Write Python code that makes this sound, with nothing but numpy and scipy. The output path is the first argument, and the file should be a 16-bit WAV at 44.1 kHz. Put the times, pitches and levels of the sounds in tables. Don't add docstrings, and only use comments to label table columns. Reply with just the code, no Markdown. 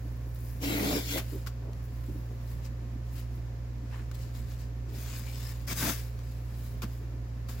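import sys
import numpy as np
from scipy import signal
from scipy.fft import rfft, irfft, next_fast_len
from scipy.io import wavfile
from scipy.ndimage import uniform_filter1d, map_coordinates

SR = 44100
rng = np.random.default_rng(int(sys.argv[2]) if len(sys.argv) > 2 else 0)


def dump(signal):
    limited = np.clip(np.atleast_2d(signal).T, -1, 1)
    pcm = np.round(limited * 32767).astype(np.int16)
    wavfile.write(sys.argv[1], SR, pcm)


N = 335160
TIME = np.arange(N) / SR

# (start [s], bite [s], stop [s], release [s],
# rise of force [dB], blade at the stop [dB], crunch at the stop [dB], powder hiss at the stop [dB])
PUSHES = [(0.596, 0.054, 0.966, 0.59, 1.35, -31, -37.5, -42.5),
          (1.03, 0.099, 1.188, 0.086, 6, -35, -36, -41)]
# (pitch [Hz], width [Hz], level [dB])
LOADED_BLADE = [(159, 22, -8), (206, 23, -1), (285.4, 25, 8), (414, 21, -2), (478, 14, -24), (587, 11, -9),
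                (660, 8.8, -33), (690, 17, -36), (945, 22, -41), (1383, 40, -20)]
# (frequency [Hz], level [dB])
PUSH_CRUNCH = [(470, -34), (800, -14), (963, -13), (1260, -9), (1410, -0.5), (1760, -4), (1960, 5),
               (2890, -1.5), (3280, 2.5), (5390, -1), (6750, -5), (7440, -1), (8200, -11), (10700, -47.5),
               (18000, -120)]


def push():
    return stroke(PUSHES, LOADED_BLADE, PUSH_CRUNCH, blade_db=.5, crunch_db=-0.9, powder_db=3.5, patchy_db=2.8)


# (start [s], bite [s], stop [s], release [s],
# rise of force [dB], blade at the stop [dB], crunch at the stop [dB], powder hiss at the stop [dB])
JABS = [(5.663, 0.021, 5.73, 0.081, 4, -40, -38.5, -43), (5.735, 0.061, 5.9, .29, 3.8, -34.5, -35.5, -36)]
# (pitch [Hz], width [Hz], level [dB])
FREE_BLADE = [(167, 38, -1.5), (227, 31, 3.5), (330, 54, -11.5), (442, 160, -19), (566, 37, -12.5),
              (655, 19, -5), (878, 20, -7), (1170, 44, -15), (1336, 45, -21.5), (1553, 40, -8.5),
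              (1700, 29, -16)]
# (frequency [Hz], level [dB])
JAB_CRUNCH = [(470, -38), (800, -19), (865, -14), (1040, -10), (1140, 1), (1230, -5), (1610, 1.5),
              (2730, -4), (2890, -11.5), (3690, -7), (4190, -9.5), (4710, 0.5), (8200, -4.5), (10700, -39),
              (18000, -120)]


def jabs():
    return stroke(JABS, FREE_BLADE, JAB_CRUNCH, blade_db=-0.5, crunch_db=-0.5, powder_db=3.0, patchy_db=2.0)


# (frequency [Hz], level [dB])
POWDER = [(6500, -40), (8000, -14), (8800, -7), (10000, -0.5), (11200, 1.5), (13000, 2), (15800, 4.5)]


def stroke(rows, modes, crust, blade_db, crunch_db, powder_db, patchy_db):
    blade, crunch, powder = sum(thrust(row) for row in rows)
    judder = snow(body(modes), rate=2200, scatter_db=3.0, life=0.0015, clump_db=1.0)
    judder_power = uniform_filter1d(judder.mean(0) ** 2, size=SR // 30)
    judder = judder / np.sqrt(np.abs(judder_power) + 1e-6)
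    breaking = snow(colour(crust), rate=5300, scatter_db=1.5, life=0.0018, clump_db=0.47)
    breaking = gritty(breaking, patchy_db)
    sliding = snow(colour(POWDER), rate=9800, scatter_db=3.0, life=0.00081, clump_db=.7)
    shaking = amp(blade_db) * blade * judder
    return shaking + amp(crunch_db) * crunch * breaking + amp(powder_db) * powder * sliding


BLADE_GROWTH = 2.65


def thrust(row):
    start, bite, stop, release, rise_db, blade_db, crunch_db, powder_db = row
    contact = np.sin(np.pi / 2 * np.clip((TIME - start) / bite, 0, 1)) ** 2
    build_db = -rise_db * np.clip((stop - TIME) / (stop - start), 0, 1)
    let_go_db = -60 * np.clip((TIME - stop) / release, 0, 2)
    force_db = build_db + let_go_db
    return contact * amp([blade_db + BLADE_GROWTH * force_db, crunch_db + force_db, powder_db + force_db])


# (time [s], centre [Hz], strength [dB])
RASP = [(0.6, 2290, 2), (0.8, 2300, 7.5), (0.88, 3500, 3.5), (0.96, 4870, 2), (1.13, 3570, 0.5),
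        (1.18, 2480, 7), (1.3, 3290, 7)]


def gritty(x, patchy_db):
    hz, t, z = signal.stft(x, SR, nperseg=512)
    patch = np.outer(signal.get_window("hann", Nx=4), signal.get_window("hann", Nx=20))
    field = signal.fftconvolve(rng.standard_normal(z.shape[1:]), patch, "same")
    s, centre_hz, strength_db = np.transpose(RASP)
    octaves = np.log2((hz[:, None] + 1) / np.interp(t, s, centre_hz))
    rasp_db = np.interp(t, s, strength_db) * (np.exp(-(octaves / 0.38) ** 2) - .4)
    shaped = z * amp(patchy_db * field / field.std() + rasp_db)
    return unit(signal.istft(shaped, SR, nperseg=512)[1][:, :N])


# (time of the peak [s], rise [s], fall [s], crunch level [dB], powder hiss level [dB])
SWEEPS = [ (0.05, 0.23, 0.32, -73, -69), (0.5, 0.18, 0.19, -64.5, -59), (1.32, 0.15, 0.12, -56.5, -57.5),
          (1.845, .015, .025, -73, -61), (2.08, 0.3, .35, -67.5, -66), (2.51, 0.071, 0.083, -62.5, -62),
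          (2.653, .018, 0.02, -53.5, -59), (3.19, 0.074, 0.042, -55, -57), (3.35, .06, .06, -71, -69),
          (3.96, 0.091, 0.11, -62.5, -69), (4.15, 0.011, 0.017, -54, -59),
          (4.21, 0.045, 0.08, -56.5, -61.5), (4.365, .025, 0.064, -56, -59),
          (4.52, 0.058, 0.042, -57.5, -61.5), (4.61, .04, 0.054, -59, -63),
          (5.98, 0.035, 0.087, -51.5, -52), (6.3, 0.18, 0.18, -64, -66.5), (6.66, 0.17, 0.099, -60, -59.5),
          (6.93, 0.082, 0.1, -63, -63), (7.497, .009, 0.047, -50.5, -53), (7.58, .05, .08, -59, -59), ]
# (time [s], crunch level [dB], powder hiss level [dB])
DRAG = [(4.87, -78, -88), (4.894, -65, -73), (4.976, -53.5, -56), (5.136, -50, -58), (5.186, -50, -51),
        (5.226, -55, -62), (5.508, -51.5, -55), (5.552, -61, -67), (5.66, -63, -68)]
# (frequency [Hz], level [dB])
SOFT_CRUNCH = [(650, -3), (1100, -1), (1220, -3), (1620, 0.5), (1880, 0.5), (2400, -0.5), (3090, -7.5),
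               (3250, -9.5), (5080, 1), (5860, -5), (6870, -0.5), (8200, -5), (10700, -29), (18000, -120)]


def sweeps(crunch_db, powder_db, drag_crunch_db, drag_powder_db):
    passes = sum(np.outer(amp(levels), swell(s, rise, fall)) ** 2 for s, rise, fall, *levels in SWEEPS)
    drag = amp([[drag_crunch_db], [drag_powder_db]]) * gains(DRAG)
    crunch, powder = np.sqrt(passes + drag ** 2)
    breaking = snow(colour(SOFT_CRUNCH), rate=2700, scatter_db=2.5, life=0.0015, clump_db=0.7)
    breaking = gritty(breaking, patchy_db=2.2)
    sliding = snow(colour(POWDER), rate=4900, scatter_db=0.5, life=0.00058, clump_db=1.6)
    return amp(crunch_db) * crunch * breaking + amp(powder_db) * powder * sliding


SWEEP_DROP_DB, SWEEP_ROUNDNESS = 9, 1.26


def swell(s, rise, fall):
    away = np.maximum((s - TIME) / rise, (TIME - s) / fall)
    return amp(-SWEEP_DROP_DB * np.minimum(away, 10) ** SWEEP_ROUNDNESS)


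# (time of the middle [s], half length [s], level [dB])
PATTER = [(0.397, 0.12, -60), (2.03, .2, -69)]


def patter():
    shower = sum(amp(db) * swell(s, half, half) for s, half, db in PATTER)
    return shower * snow(colour(POWDER), rate=150, scatter_db=4, life=0.0007, clump_db=1.5)


# (time [s], hit level [dB], blade ring relative to the hit [dB], time to fall by 60 dB [s])
KNOCKS = [ (1.176, -27, -6, 0.14), (1.463, -34, -23, .05), (1.47, -30.5, -10, .085),
          (4.113, -35, -30, 0.033), (5.684, -37, -9, 0.1), (5.71, -32, 0, 0.1), (5.825, -26, 3.5, 0.094),
          (5.855, -32, 0, 0.11), (5.895, -29.5, -3, .1), (6.819, -29.5, -9, 0.094), (6.831, -36, 6, .085),
          (7.486, -36.5, -9, .1), ]
# (time [s], level [dB])
CRUMBS = [(0.358, -35), (1.732, -34), (1.84, -43), (2.039, -37), (3.18, -37), (4.35, -34), (6.19, -34)]
# (frequency [Hz], level [dB])
CRACK = [(150, -28), (500, -15), (1100, 11.5), (2200, 3.5), (5000, 3), (7600, -2.5), (8600, -8.5),
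         (11500, -5), (15800, -0.5)]


def knocks(crack_db, ring_db, crumb_db, crumb_t60):
    hits = [amp(db) * burst(s, t60) for s, db, ring, t60 in KNOCKS]
    shake = sum(hit * amp(row[2]) for hit, row in zip(hits, KNOCKS))
    ticks = sum(amp(db) * burst(s, crumb_t60) for s, db in CRUMBS)
    cracks = struck(amp(crack_db) * sum(hits) + amp(crumb_db) * ticks, colour(CRACK))
    return cracks + amp(ring_db) * struck(shake, body(FREE_BLADE))


def burst(s, t60):
    age = np.maximum(TIME - s, 0)
    return (1 - np.exp(-age / 0.00078)) * amp(-60 * np.minimum(age / t60, 2))


def struck(force, response):
    grit = rng.standard_normal((2, N))
    steady = np.sqrt(np.mean(np.abs(response(np.linspace(0, SR / 2, num=4096))) ** 2))
    return spread(force * grit, response, SHOVEL_SIDE) / steady


# (time of the
# middle [s], level [dB], half length [s], pitch [Hz], width [octaves])
STEPS = [ (0.058, -44, 0.0085, 290, 0.75), (0.268, -45, .008, 286, 0.66), (0.905, -40, .018, 700, .3),
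         (0.963, -35.5, 0.016, 405, 0.24), (1.162, -37, 0.027, 466, 1), (1.348, -38, .022, 307, .8),
         (1.675, -46, .037, 327, 1.57), (2.103, -39, 0.014, 240, 0.85), (2.17, -41, 0.012, 270, .55),
         (2.312, -47.5, 0.022, 327, 0.95), (2.844, -50, .035, 268, 0.38), (2.947, -42, 0.016, 256, 0.52),
         (3.363, -51.5, 0.057, 272, 0.57), (3.828, -47.5, 0.032, 245, 0.49), (3.96, -51, 0.043, 1150, 1.75),
         (4.012, -49, 0.016, 268, 0.7), (4.923, -50, .05, 308, 0.88), (5.875, -33, .024, 250, .5),
         (6.842, -35, .011, 215, .9), (7.025, -48.5, 0.017, 312, 0.5), (7.154, -53, .03, 310, 0.42), ]
# (time of the middle [s], level [dB], half length [s], pitch [Hz], width [octaves])
SQUEAKS = [ (0.785, -47, 0.021, 2000, .12), (0.84, -49, 0.039, 2340, 0.13), (0.95, -44.5, .024, 5440, .06),
           (1.16, -45, .02, 2050, .16), (2.655, -59, .011, 5370, .3), (5.28, -57, .035, 2320, .13),
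           (5.47, -54, .033, 5150, .14), (5.48, -59, .03, 1740, .08), (5.712, -44, 0.013, 2230, .095), ]


def creaks(rows, level_db):
    slips = grains(rate=2100, scatter_db=5.0, life=0.00044, clump_db=1.0)
    out = np.zeros((2, N))
    for s, db, half, hz, octaves in rows:
        press = np.exp(-np.minimum(((TIME - s) / half) ** 2 / 2, 20))
        edges_hz = hz * 2 ** (np.array([-.5, .5]) * octaves)
        band = signal.butter(2, edges_hz, "bandpass", fs=SR, output="sos")
        creak = signal.sosfilt(band, slips * press)
        out += amp(db) * creak * np.linalg.norm(press) / np.linalg.norm(creak[0])
    return spread(out, lambda hz: amp(level_db), SHOVEL_SIDE)


# (frequency [Hz], time to fall by 60 dB [s])
HOUSES = [(200, 0.4), (2000, 0.37), (12000, 0.26)]


def houses(x):
    hz, t, z = signal.stft(rng.standard_normal((2, SR // 2)), SR, nperseg=256)
    fade = amp(-60 * t / along(HOUSES, hz)[:, None])
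    tail = signal.istft(z * fade, SR, nperseg=256)[1]
    late = np.pad(x, ((0, 0), (SR // 100, 0)))
    return signal.fftconvolve(late, tail / np.linalg.norm(tail[0]), axes=1)[:, :N]


# (time [s], firing rate [Hz])
IDLE = [(0, 58.94), (3.3, 58.97), (5, 59.02), (6.3, 58.65), (7.6, 58.67)]
# (multiple of the firing rate, level [dB])
EXHAUST = [(1, -38.5), (2, -39.5), (4, -70), (4.5, -81), (5, -70), (7, -70), (9, -65), (12, -72.5),
           (20, -88), (28, -84), (30, -76.5)]
# (frequency [Hz], level [dB])
BURBLE = [(15, -28), (29, -11), (42, 4), (75, 8), (100, 3.5), (150, 4), (195, -4.5), (240, 3), (300, -5.5),
          (370, -12), (480, -46), (800, -41)]


def engine(hum_db, burble_db, sway, uneven_db, throb):
    firing_hz = np.interp(TIME, *np.transpose(IDLE)) * (1 + sway * wobble(9))
    phase = 2 * np.pi * np.cumsum(firing_hz) / SR
    pipe_lag = 1.09
    hum = 0
    for k, db in EXHAUST:
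        lag = pipe_lag * k * (k - 1)
        hum = hum + amp(db + uneven_db * wobble(8.3)) * np.cos(k * phase + lag)
    surge = amp(1.2 * wobble(16))
    puffs = (1 + throb * np.cos(phase)) * surge * rng.standard_normal((2, N))
    burble = unit(spread(puffs, colour(BURBLE), AIR_SIDE))
    hum_lean = amp([[-.9], [.9]])
    return amp(hum_db) * hum * hum_lean + amp(burble_db) * burble


# (frequency [Hz], level [dB])
AIR = [(200, -5), (400, -3), (520, -6), (650, -7), (800, -11), (1000, -9.5), (1300, -13.5), (1750, -14.5),
       (2400, -17), (3300, -23), (5000, -22), (7500, -26), (8400, -39), (11500, -30), (15800, -32.5)]


def air(level_db):
    wash = unit(spread(rng.standard_normal((2, N)), colour(AIR), AIR_SIDE))
    drift_db = .25 * wobble(2) + .45 * wobble(25)
    return amp(level_db + drift_db) * wash


def snow(response, rate, scatter_db, life, clump_db):
    return unit(spread(grains(rate, scatter_db, life, clump_db), response, SHOVEL_SIDE))


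def grains(rate, scatter_db, life, clump_db):
    breaks = (rng.random(N) < rate / SR) * amp(scatter_db * rng.standard_normal(N)) ** 2
    power = signal.lfilter([1], [1, -np.exp(-1 / (life * SR))], breaks)
    clumps = amp(clump_db * wobble(110))
    return unit(np.sqrt(power) * clumps * rng.standard_normal((2, N)))


# (frequency [Hz], shovel, surroundings)
ALIKE = [(130, 1, 0.89), (283, 0.96, 0.89), (640, 0.42, 0.16), (1420, 0.5, 0), (3000, 0.36, 0),
         (7000, 0.21, 0), (15000, 0.11, 0.066)]
# (frequency [Hz], shovel [dB], surroundings [dB])
LEAN = [(60, -8, -8.5), (200, -1.5, -1), (700, 1.5, 0), (1300, 0, -1), (2400, 2.5, 1.5), (4400, 4, 1),
        (8100, 8.5, 1), (15000, 6.5, 5.5)]
SHOVEL_SIDE = (np.array(ALIKE)[:, :2], np.array(LEAN)[:, :2])
AIR_SIDE = (np.array(ALIKE)[:, ::2], np.array(LEAN)[:, ::2])


def spread(x, response, side):
    alike, lean_db = side

    def mix(hz):
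        turn = np.arccos(np.clip(along(alike, hz), -1, 1)) / 2
        lean = amp(np.outer([.5, -.5], along(lean_db, hz)))
        same, apart = np.cos(turn), np.sin(turn)
        return response(hz) * lean[:, None] * np.array([[same, apart], [same, -apart]])
    return filtered(x, mix).sum(1)


def off_axis(x, lead_ms):
    return filtered(x, lambda hz: np.exp(1j * np.pi * np.outer([1, -1], hz) * lead_ms / 10 ** 3))


def body(modes):
    return lambda f: sum(amp(db) * 1j * f * w / (c * c - f * f + 1j * f * w) for c, w, db in modes)


def colour(points):
    return lambda hz: amp(along(points, hz))


def filtered(x, response):
    m = next_fast_len(N + SR // 4)
    return irfft(rfft(x, m) * response(np.fft.rfftfreq(m, 1 / SR)), m)[..., :N]


def along(points, hz):
    f, v = np.transpose(points)
    return np.interp(np.log(hz + 1), np.log(f + 1), v)


def gains(rows):
    s, *cols = np.transpose(rows)
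    inside = uniform_filter1d(1.0 * ((TIME >= s[0]) & (TIME <= s[-1])), size=400)
    return [inside * amp(np.interp(TIME, s, c)) for c in cols]


def wobble(rate):
    return map_coordinates(rng.standard_normal(int(N * rate / SR) + 4), [TIME * rate])


def amp(db):
    return 10 ** (np.asarray(db) / 20)


def unit(x):
    return x / np.sqrt(np.mean(np.atleast_2d(x).mean(0) ** 2) + 1e-20)


def scene():
    work = off_axis(push(), lead_ms=0.22) + jabs()
    work = work + sweeps(crunch_db=0.5, powder_db=3.5, drag_crunch_db=0.2, drag_powder_db=2.0) + patter()
    work = work + knocks(crack_db=-7.5, ring_db=-5.0, crumb_db=-10, crumb_t60=0.015)
    work = work + creaks(STEPS, level_db=-1.5) + creaks(SQUEAKS, level_db=0.0)
    echo = amp(-19) * houses(work)
    car = engine(hum_db=2.5, burble_db=-48.5, sway=0.00083, uneven_db=0.1, throb=0.22)
    return work + echo + car + air(level_db=-55.5)


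TOP_HZ = 15870


def record(dry):
    return filtered(dry, lambda hz: hz < TOP_HZ)


dry = scene()
out = record(dry)
dump(out)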